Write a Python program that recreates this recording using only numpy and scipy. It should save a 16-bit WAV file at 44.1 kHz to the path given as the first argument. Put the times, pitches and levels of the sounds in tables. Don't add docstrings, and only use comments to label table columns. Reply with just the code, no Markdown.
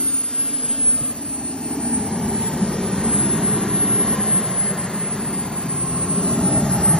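import sys
import numpy as np
from scipy import signal
from scipy.fft import rfft, irfft, next_fast_len
from scipy.io import wavfile
from scipy.ndimage import uniform_filter1d, map_coordinates

SR = 44100
rng = np.random.default_rng(int(sys.argv[2]) if len(sys.argv) > 2 else 0)


def volts_from_decibels(level):
    exponent = np.asarray(level, float) / 20
    return 10 ** exponent


def dump_mix(stems):
    frames = np.atleast_2d(stems).T
    limited = np.clip(frames, -1, 1)
    pcm = np.round(limited * 32767).astype(np.int16)
    wavfile.write(sys.argv[1], SR, pcm)


N = 308259


def along(points, hz):
    f, v = np.transpose(points)
    return np.interp(np.log(hz + 1), np.log(f + 1), v)


def curves(rows, t):
    s, *cols = np.transpose(rows)
    return [np.interp(t, s, c) for c in cols]


def unit(x):
    return x / np.sqrt(np.mean(np.abs(x) ** 2) + 1e-20)


def wobble(rate):
    return map_coordinates(rng.standard_normal(N // 100), [np.arange(N) * rate / SR])


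def patches(shape, tall, long):
    field = uniform_filter1d(rng.standard_normal(shape), tall, 0)
    return unit(uniform_filter1d(field, long, 1))


def rush(colour, patchy_db, streak_db):
    hz, s, z = signal.stft(rng.standard_normal((2, N)), SR, nperseg=2048)
    gain = colour(hz[:, None], s) * np.ones(len(s))
    gain = gain / np.sqrt(np.mean(gain ** 2, axis=0))
    eddies = patchy_db * patches(gain.shape, tall=16, long=3)
    streaks = streak_db * patches(gain.shape, tall=3, long=35)
    return unit(signal.istft(z * gain * volts_from_decibels(eddies + streaks), SR, nperseg=2048)[1][:, :N])


def resonance(hz, centre_hz, width_hz):
    return hz * width_hz / np.hypot(centre_hz ** 2 - hz ** 2, hz * width_hz)


def glint_db(glints, hz, s):
    total_db = 0
    for at, half_s, centre, half_hz, db in glints:
        total_db = total_db + db * np.exp(-((hz - centre) / half_hz) ** 2) * np.exp(-((s - at) / half_s) ** 2)
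    return total_db


def steady(x, span_s):
    power = uniform_filter1d(x[0] ** 2, round(span_s * SR))
    return x / np.sqrt(np.abs(power) + 1e-3)


# (time [s], blade passing rate [Hz])
BLADE_RATE = [(0.0, 4994.3), (0.411, 4795.1), (0.822, 4610.2), (1.234, 4451.1), (1.645, 4381.8),
              (2.056, 4423.5), (2.467, 4501.4), (2.878, 4600.9), (3.289, 4713.4), (3.701, 4779.2),
              (4.112, 4779.9), (4.523, 4731.1), (4.934, 4645.0), (5.345, 4548.3), (5.756, 4439.1),
              (6.168, 4429.5), (6.579, 4635.6), (6.99, 4910.2)]


def spool(t):
    s, hz = np.transpose(BLADE_RATE)
    return map_coordinates(hz, [np.interp(t, s, np.arange(len(s)))], mode="nearest")


# (time [s], level [dB])
THROTTLE = [(0, -30.5), (.2, -37), (.9, -33.5), (1.15, -35), (1.56, -30.5), (1.9, -27), (2.4, -25.5),
            (2.65, -26), (3.35, -25), (4.0, -27.5), (4.35, -26.5), (4.55, -29.5), (5.05, -31), (5.2, -29),
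            (5.7, -29.5), (6.27, -22.5), (6.55, -21), (6.99, -23.5)]


def thrust_db(t):
    return curves(THROTTLE, t)[0]


def extra_thrust(t):
    return thrust_db(t) + 26.5


def turned(t):
    return np.clip(t / 1.84, 0, 1)


def law(t, base, thrust, turn, rev):
    cruise_hz = 4600
    return base + thrust * extra_thrust(t) + turn * turned(t) + rev * (spool(t) - cruise_hz) / 100


def halo(rate, db):
    return 1 + volts_from_decibels(db) * (wobble(rate) + 1j * wobble(rate))


# (time [s], level [dB])
WHINE_LEVEL = [(0, -21), (.45, -18.5), (.66, -20.5), (1.0, -17.5), (1.15, -28), (1.75, -29.5), (1.9, -24),
               (2.25, -31.5), (2.53, -22.5), (2.72, -30.5), (3.3, -19.5), (3.9, -18), (4.65, -18),
               (4.85, -26.5), (5.5, -27.5), (6.3, -23), (6.56, -18.5), (6.99, -12.5)]
# (time [s], half width [s], depth [dB])
WHINE_FADES = [(0.32, 0.05, -10), (.47, .04, -5), (1.14, .025, -12), (1.243, 0.013, -14), (1.43, 0.03, -6),
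               (1.55, 0.03, -8), (1.78, 0.05, -7), (2.1, 0.035, -12), (2.313, 0.011, -8),
               (2.519, 0.017, -11), (2.599, 0.042, -13), (2.805, 0.029, -12), (2.909, 0.019, -15),
               (3.027, 0.014, -17), (3.401, 0.034, -13), (3.6, .05, -6), (3.68, 0.09, -16),
               (4.163, 0.04, -21), (4.494, 0.06, -16), (4.762, 0.045, -14), (4.889, 0.035, -24),
               (5.177, 0.023, -22), (5.32, 0.02, -15), (5.51, 0.03, -10), (5.95, 0.03, -7), (6.4, .04, -6),
               (6.64, 0.07, -13), (6.694, 0.03, -11), (6.789, 0.06, -18), (6.975, 0.06, -22)]


def compressor(t):
    spin = np.exp(2j * np.pi * np.cumsum(spool(t)) / SR)
    second_db = curves(WHINE_LEVEL, t)[0]
    third_db = law(t, base=-47, thrust=0, turn=-7.5, rev=-1.1)
    third_db = third_db + 2.5 * wobble(5.7) + 7 * np.clip((t - 6.35) / 0.28, 0, 1)
    paths = 1
    for s, half_s, depth_db in WHINE_FADES:
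        paths = paths * (t - s + 1j * half_s * volts_from_decibels(depth_db)) / np.hypot(t - s, half_s)
    first = volts_from_decibels(-55 - 10 * turned(t)) * halo(30, -26) * spin
    second = volts_from_decibels(second_db) * paths * (halo(40, -7.5) + halo(480, -43) - 1) * spin ** 2
    third = volts_from_decibels(third_db) * halo(49, -13) * spin ** 3
    return np.sqrt(2) * (first + second + third).real


# (frequency [Hz], level per Hz [dB])
RUMBLE_COLOUR = [(15, -75.5), (30, -44), (42, -46.5), (55, -7), (100, -7), (150, 2), (190, -4),
                 (300, -14.5), (600, -92.5)]
# (time [s], deep rumble [dB], roar [dB], low swell [dB])
EXHAUST_AIM = [(0, 0, -1, -5), (.5, -5, 1, -4), (.9, -3, 0.5, 11), (1.3, -3, 0.5, 2.5),
               (1.8, -4.5, 0.5, -6), (2.3, 0, 2, -1), (2.8, 1.5, 2, 3.5), (3.2, 1.5, 1.5, 2),
               (3.6, 2.5, 1, -16), (4.0, 0, 1, -4), (4.5, -0.5, 0.5, -9), (5.0, 0.5, 1, -5),
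               (5.5, -2.5, 1.5, -2), (5.9, -0.5, 2, 3), (6.2, -4, 2, 1.5), (6.5, 1, 2.5, -3.5),
               (6.75, -1, 0, 12), (6.99, 2.5, 0, 8)]
# (time [s], overtone gain [ratio], boom width [Hz])
TAILPIPE = [
    (0, 0.66, 85),
    (1.2, 0.03, 77),
    (2.6, 1.77, 64.7),
    (3.6, 1.43, 75),
    (5, 1.2, 66.7),
    (6.1, 0.89, 97),
    (6.99, 1.1, 92.3),
]
# (time [s], half width [s], centre [Hz],
# half width [Hz], level [dB])
LOW_GLINTS = [(.5, 0.8, 173, 23, -5), (.6, .7, 334, 30, -6.5), (.7, 0.55, 281, 11, 3.5),
              (3.6, 0.77, 876, 70, -3.5), (3.1, .7, 1800, 88, -1.5), (3.1, .15, 283, 32, -1.5),
              (4.14, .15, 399, 60, -2.5), (1.38, 0.38, 365, 60, 6), (1.56, 0.3, 532, 70, -6.5),
              (3.2, 0.24, 558, 80, -6), (5.5, 0.66, 464, 50, -2), (5.7, .5, 950, 70, -2.5),
              (6.59, 0.34, 618, 50, 9.5), (6.85, 0.29, 150, 25, 1.5), (6.9, 0.22, 560, 60, 4.5),
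              (5.5, 0.36, 1000, 45, 4), (6.1, 0.26, 1070, 50, 3), (.5, .6, 1110, 80, 4.5),
              (.5, .6, 1480, 60, -3), (6.7, 0.32, 810, 55, 4), (2.1, 0.27, 920, 140, 2)]


def rumble(t, surge):
    def colour(hz, s):
        opening = curves(TAILPIPE, s)[0] - 1.4 - 0.16 * np.maximum(extra_thrust(s), 0)
        lift_db = 2.6 * opening * np.log2(hz / 100 + .01)
        swell_db = curves(EXHAUST_AIM, s)[2] / (1 + (hz / 68) ** 8)
        return volts_from_decibels(along(RUMBLE_COLOUR, hz) + lift_db + swell_db + glint_db(LOW_GLINTS, hz, s))

    level_db = law(t, base=-39, thrust=0.67, turn=8.5, rev=0) + curves(EXHAUST_AIM, t)[0]
    noise = steady(rush(colour, patchy_db=-1, streak_db=1.7), span_s=.17)
    return volts_from_decibels(level_db + 0.5 + 0.25 * surge) * noise


# (time [s], tailpipe [Hz], airframe duct [Hz])
DUCT_TUNING = [(0, 256, 1392), (.9, 256, 1475), (1.25, 263.3, 828), (1.9, 237.7, 820), (2.3, 218, 837),
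               (2.7, 207, 980), (3.3, 201, 940), (4.1, 212, 1020), (4.7, 197, 935), (5.2, 204, 990),
               (5.7, 201, 1013), (6.3, 201, 1090), (6.5, 203, 800), (6.99, 194, 843)]
# (time [s], half width [s], level [dB])
BOOM_SURGES = [(1.99, 0.22, 3.5), (2.07, 0.045, -9.5), (2.49, 0.069, -6), (2.63, 0.022, 7.5),
               (2.76, 0.22, 0.5), (4.48, 0.021, -9), (5.08, 0.043, -4.5), (5.94, 0.021, 5),
               (5.99, 0.066, -2.5), (6.85, 0.015, -17), (6.91, 0.065, 3)]


def boom(t, surge):
    def colour(hz, s):
        ring = resonance(hz, curves(DUCT_TUNING, s)[0], curves(TAILPIPE, s)[1])
        return ring ** 3 * volts_from_decibels(glint_db(LOW_GLINTS, hz, s))

    level_db = thrust_db(t)
    for s, half_s, db in BOOM_SURGES:
        level_db = level_db + db * np.exp(-((t - s) / half_s) ** 2)
    noise = steady(rush(colour, patchy_db=0.5, streak_db=4.5), span_s=.11)
    return volts_from_decibels(level_db + 0.1 + 0.25 * surge) * noise


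# (frequency [Hz], level per Hz [dB])
ROAR_COLOUR = [(200, -64.5), (280, 3.5), (340, -6.5), (430, -1.5), (500, -8), (610, -6), (720, -7.5),
               (900, -12), (1300, -13), (1500, -15), (1800, -12.5), (2000, -16), (2300, -21.5),
               (6000, -44.5)]


def roar(t, surge):
    def colour(hz, s):
        overtone = curves(TAILPIPE, s)[0] * resonance(hz, centre_hz=367.7, width_hz=44) ** 2
        duct = 1 + 1.5 * resonance(hz, curves(DUCT_TUNING, s)[1], width_hz=90) ** 2 + overtone
        db_per_octave = law(s, base=-3.5, thrust=-0.266, turn=3.5, rev=0.55)
        tilt_db = db_per_octave * np.log2(hz / 700 + .01)
        return volts_from_decibels(along(ROAR_COLOUR, hz) + glint_db(LOW_GLINTS, hz, s) + tilt_db) * duct

    level_db = law(t, base=-38, thrust=0.535, turn=6.5, rev=0.83) + curves(EXHAUST_AIM, t)[1]
    return volts_from_decibels(level_db + 0.65 + 0.4 * surge) * rush(colour, patchy_db=.5, streak_db=2.5)


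def exhaust(t):
    surge = wobble(8.3)
    return rumble(t, surge) + boom(t, surge) + roar(t, surge)


# (frequency [Hz], level per Hz [dB])
HISS_COLOUR = [(1200, -71), (2200, -1), (2800, 1.5), (4000, -1.5), (5000, 0), (5700, -1.5), (6700, 3),
               (7700, 2), (8500, 2), (10000, 4), (11500, -9), (12600, -8.5), (14500, -6.5), (15600, -23)]
# (time [s], half width [s], centre [Hz], half width [Hz], level [dB])
HISS_ECHO = [(.6, 0.38, 3430, 910, 4), (.6, 0.7, 6880, 500, 2), (.5, 0.44, 5100, 203, 7.5),
             (1.8, 0.61, 3500, 690, -5.5), (3.3, 0.52, 5160, 197, 3), (3.7, 0.94, 3770, 685, 3),
             (5.4, 0.32, 6460, 1160, -5), (6.6, 0.6, 6200, 398, 1.5), (6.3, 0.39, 4370, 150, 3),
             (6.5, 0.95, 3220, 250, -6.5), (6.75, 0.63, 5300, 250, 1.5)]


def intake(t):
    def colour(hz, s):
        db_per_octave = law(s, base=2.3, thrust=0.017, turn=-0.043, rev=0.35)
        sheen_db = law(s, base=0.96, thrust=-0.15, turn=-1.8, rev=-0.96) / (1 + (11500 / (hz + 1)) ** 12)
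        tilt_db = db_per_octave * np.log2(hz / 5000 + .01)
        return volts_from_decibels(along(HISS_COLOUR, hz) + tilt_db + sheen_db + glint_db(HISS_ECHO, hz, s))

    level_db = law(t, base=-36, thrust=0.4, turn=-3.5, rev=0.42) + 4.5 + 0.21 * wobble(11)
    return volts_from_decibels(level_db) * rush(colour, patchy_db=1.35, streak_db=2.5)


# time [s], peak [dB], pitch [Hz], decay by 60 dB [s]
SEAM_BUMP = (1.013, -17, 130, .055)


def wheel(t):
    at, peak_db, hz, t60 = SEAM_BUMP
    u = np.maximum(t - at, 0)
    decay = volts_from_decibels(peak_db - 60 * u / t60)
    onset = 1 - np.exp(-u / 0.0042)
    return 1.6 * decay * onset * np.sin(2 * np.pi * hz * u)


# (frequency [Hz], phase [rad])
PORT_LEAD = [(1900, 0), (2650, .65), (3600, .08), (4300, .5), (4700, 1.4), (5050, 2.7), (5350, 1.6),
             (5700, 1.45), (7000, 2.45), (8800, 2.86), (9550, 3.075), (10000, 3.28), (13250, 4.26),
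             (15000, 5.05)]
# (frequency [Hz], level [dB])
PORT_TILT = [(60, 0.0), (99, 0.0), (160, 0.5), (270, 0.5), (450, 1.5), (740, 4.5), (1220, 4.0), (2010, 0.0),
             (3330, 0.0), (5500, 0.0), (9080, 0.0), (15000, 0.0)]
# (frequency [Hz], level [dB])
PORT_APART = [(60, -38), (300, -28), (1000, -19), (1900, -27), (2700, -13), (3600, -16), (4500, -9),
              (5050, -15), (6500, -12), (9000, -18), (13000, -9), (15500, -6)]


def ports(shared, own):
    m = next_fast_len(N + 8192)
    hz = np.fft.rfftfreq(m, 1 / SR)
    half = volts_from_decibels(along(PORT_TILT, hz) / 2) * np.exp(.5j * along(PORT_LEAD, hz))
    common = rfft(shared, m)
    apart = rfft(own, m) * volts_from_decibels(along(PORT_APART, hz))
    return irfft([(common + apart) * half, (common - apart) / half], m)[:, :N]


def scene():
    t = np.arange(N) / SR
    whine = compressor(t)
    air = exhaust(t) + intake(t)
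    return ports(air[0] + whine + wheel(t), air[1])


def spans_db(spans, s):
    return sum(db * (s > a) * (s < b) for a, b, db in spans)


def inside(spans, s):
    return sum((s > a + .008) * (s < b - .008) for a, b in spans) > 0


# (frequency [Hz], margin [dB])
MASK_MARGIN = [(7000, -49.5), (7240, -35), (7920, -31.5), (8600, -27), (10200, -25), (11400, -29),
               (12100, -28.5), (13500, -32.5), (15000, -36), (15600, -39)]
# (from [s], to [s], threshold [dB])
TREBLE_THINNING = [(-1, .05, -3), (.09, .29, 9), (.33, .39, 8), (.54, .69, 9), (.87, .9, 4),
                   (1.39, 1.56, 6.5), (1.62, 1.65, 5), (2, 2.03, 5), (1.78, 1.82, 9), (2.12, 2.18, 9),
                   (2.29, 2.32, -8), (2.35, 2.39, 7), (2.49, 2.53, -3), (2.6, 2.7, 9), (2.74, 2.82, 4),
                   (2.88, 2.95, 5), (3.57, 3.8, 3), (2.6, 3.8, 3.5), (3.2, 3.24, 7), (3.27, 3.33, 7),
                   (3.41, 3.52, 7), (3.8, 4.1, 9), (4.12, 4.16, -14), (4.18, 4.45, 9), (4.53, 4.71, 9),
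                   (4.79, 4.82, -3), (5.39, 5.43, -3), (5.65, 5.68, -3), (4.84, 4.88, 7), (4.97, 5, -12),
                   (5.02, 5.14, 8), (5.3, 5.36, 3), (5.36, 5.39, 7), (5.43, 5.46, 7), (6.28, 6.36, -12),
                   (6.44, 6.52, 10), (6.52, 6.58, 6.5), (6.6, 6.69, 3), (6.69, 6.74, 9), (6.8, 6.95, 9),
                   (6.96, 7, -12)]
# (from [s], to [s], threshold [dB])
EDGE_THINNING = [(0, .07, -6), (.28, .44, -5), (1.04, 1.11, -6), (1.12, 1.68, 2), (1.69, 2.25, 5),
                 (2.25, 2.32, -6), (2.42, 2.53, -5), (2.66, 2.94, 4), (3.11, 3.58, -6), (3.58, 5.5, -2),
                 (3.78, 3.87, -4), (3.99, 4.41, -3), (5.22, 5.32, -4), (5.63, 6.33, 4), (6.33, 6.43, -5),
                 (6.59, 6.64, -6), (6.7, 7, -6)]
# (from [s], to [s])
WHINE_HELD = [(-1, .06), (.39, .48), (.5, .56), (.68, 2.075), (2.085, 2.515), (2.525, 2.68), (2.69, 2.735),
              (2.745, 2.81), (2.82, 2.87), (2.97, 3.02), (3.08, 3.23), (3.34, 3.39), (3.59, 3.63),
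              (4.18, 4.23), (4.55, 4.6), (4.66, 4.72), (4.78, 4.81), (4.84, 4.88), (4.92, 5.02),
              (5.13, 5.16), (5.18, 5.29), (5.33, 5.51), (5.54, 6.43), (6.51, 6.58), (6.72, 6.79), (6.96, 8)]
# (frequency [Hz], level [dB])
SUM_FLOOR = [(4200, -30), (4700, -10), (4900, -11), (5100, -14), (5500, -5), (6000, -6), (7000, -9),
             (8300, -11), (8400, -90)]
# (frequency [Hz], level [dB])
DIFF_FLOOR = [(1200, -50), (1500, -18), (2600, -14), (3700, -14), (4300, -13), (4800, -50)]


def masked_treble(x):
    frame, lag = 1024, 626
    near_hz, far_hz = 8300, 12000
    pair = np.pad([x[0] + x[1], x[0] - x[1]], [(0, 0), (lag, 0)]) / 2
    hz, s, z = signal.stft(pair, SR, window="cosine", nperseg=2 * frame)
    s = s - lag / SR
    power = np.abs(z[:, :frame]) ** 2
    grouped = power.reshape(2, 32, 32, -1)
    bands = grouped.sum(axis=2)
    tonal = grouped.max(axis=2) > .26 * bands
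    centre = hz[16:frame:32, None]
    treble = centre > near_hz

    whine = bands[:, treble[:, 0]].max(axis=(0, 1))
    whine = uniform_filter1d(whine, size=3)
    boom_power = volts_from_decibels(-9) ** 2 * bands[0, 0]

    lean_db = spans_db(TREBLE_THINNING, s) * treble
    lean_db = lean_db + spans_db(EDGE_THINNING, s) * (centre < near_hz)
    spared = (whine < .9 * np.median(whine)) & treble & (centre < 13400) & (lean_db > 0)
    lean_db = np.array([lean_db, lean_db * np.where(spared, .3, 1)])
    masked = treble & (centre < far_hz) & (lean_db[0] >= 0)
    sparse = (lean_db > 6) | np.array([masked, 0 * masked], bool)
    far_tone = sparse & tonal & (centre > far_hz)
    lean_db = lean_db * ~far_tone

    masker = np.where(centre < far_hz, 1, volts_from_decibels(-8) ** 2) * whine + boom_power
    masker = np.where(centre < near_hz, np.median(whine + boom_power), masker)
    chance_db = 1.5 * rng.standard_normal(len(s)) + 3.2 * rng.standard_normal(bands.shape)
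    keep = bands > volts_from_decibels(along(MASK_MARGIN, centre)) ** 2 * masker * volts_from_decibels(lean_db + chance_db) ** 2
    held = tonal[0] & (bands[1] > whine / 12) & inside(WHINE_HELD, s)
    keep[0] = np.where(masked, held, keep[0])
    keep |= far_tone

    thin = power.reshape(2, 128, 8, -1).sum(axis=2)
    thin = uniform_filter1d(thin, size=2)
    thin_hz = hz[4:frame:8]
    gap_db = np.array([along(SUM_FLOOR, thin_hz), along(DIFF_FLOOR, thin_hz)])
    gap_db = gap_db[..., None] + 2.5 * patches(thin.shape[1:], tall=2, long=3)
    z[:, :frame] *= np.repeat(thin > volts_from_decibels(gap_db) ** 2 * thin[::-1], 8, axis=1)

    def wide(v):
        return np.repeat(v, 32, axis=-2)

    peaks = power > .07 * wide(bands)
    z[:, :frame] *= wide(keep) & (~wide(sparse) | peaks)
    mid, side = signal.istft(z, SR, window="cosine", nperseg=2 * frame)[1][:, lag:lag + N]
    return np.array([mid + side, mid - side])


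def top_cut(x):
    return signal.sosfilt(signal.butter(12, 15680, fs=SR, output="sos"), x)


def record(dry):
    mix = masked_treble(dry)
    return top_cut(mix)


dry = scene()
out = record(dry)
dump_mix(out)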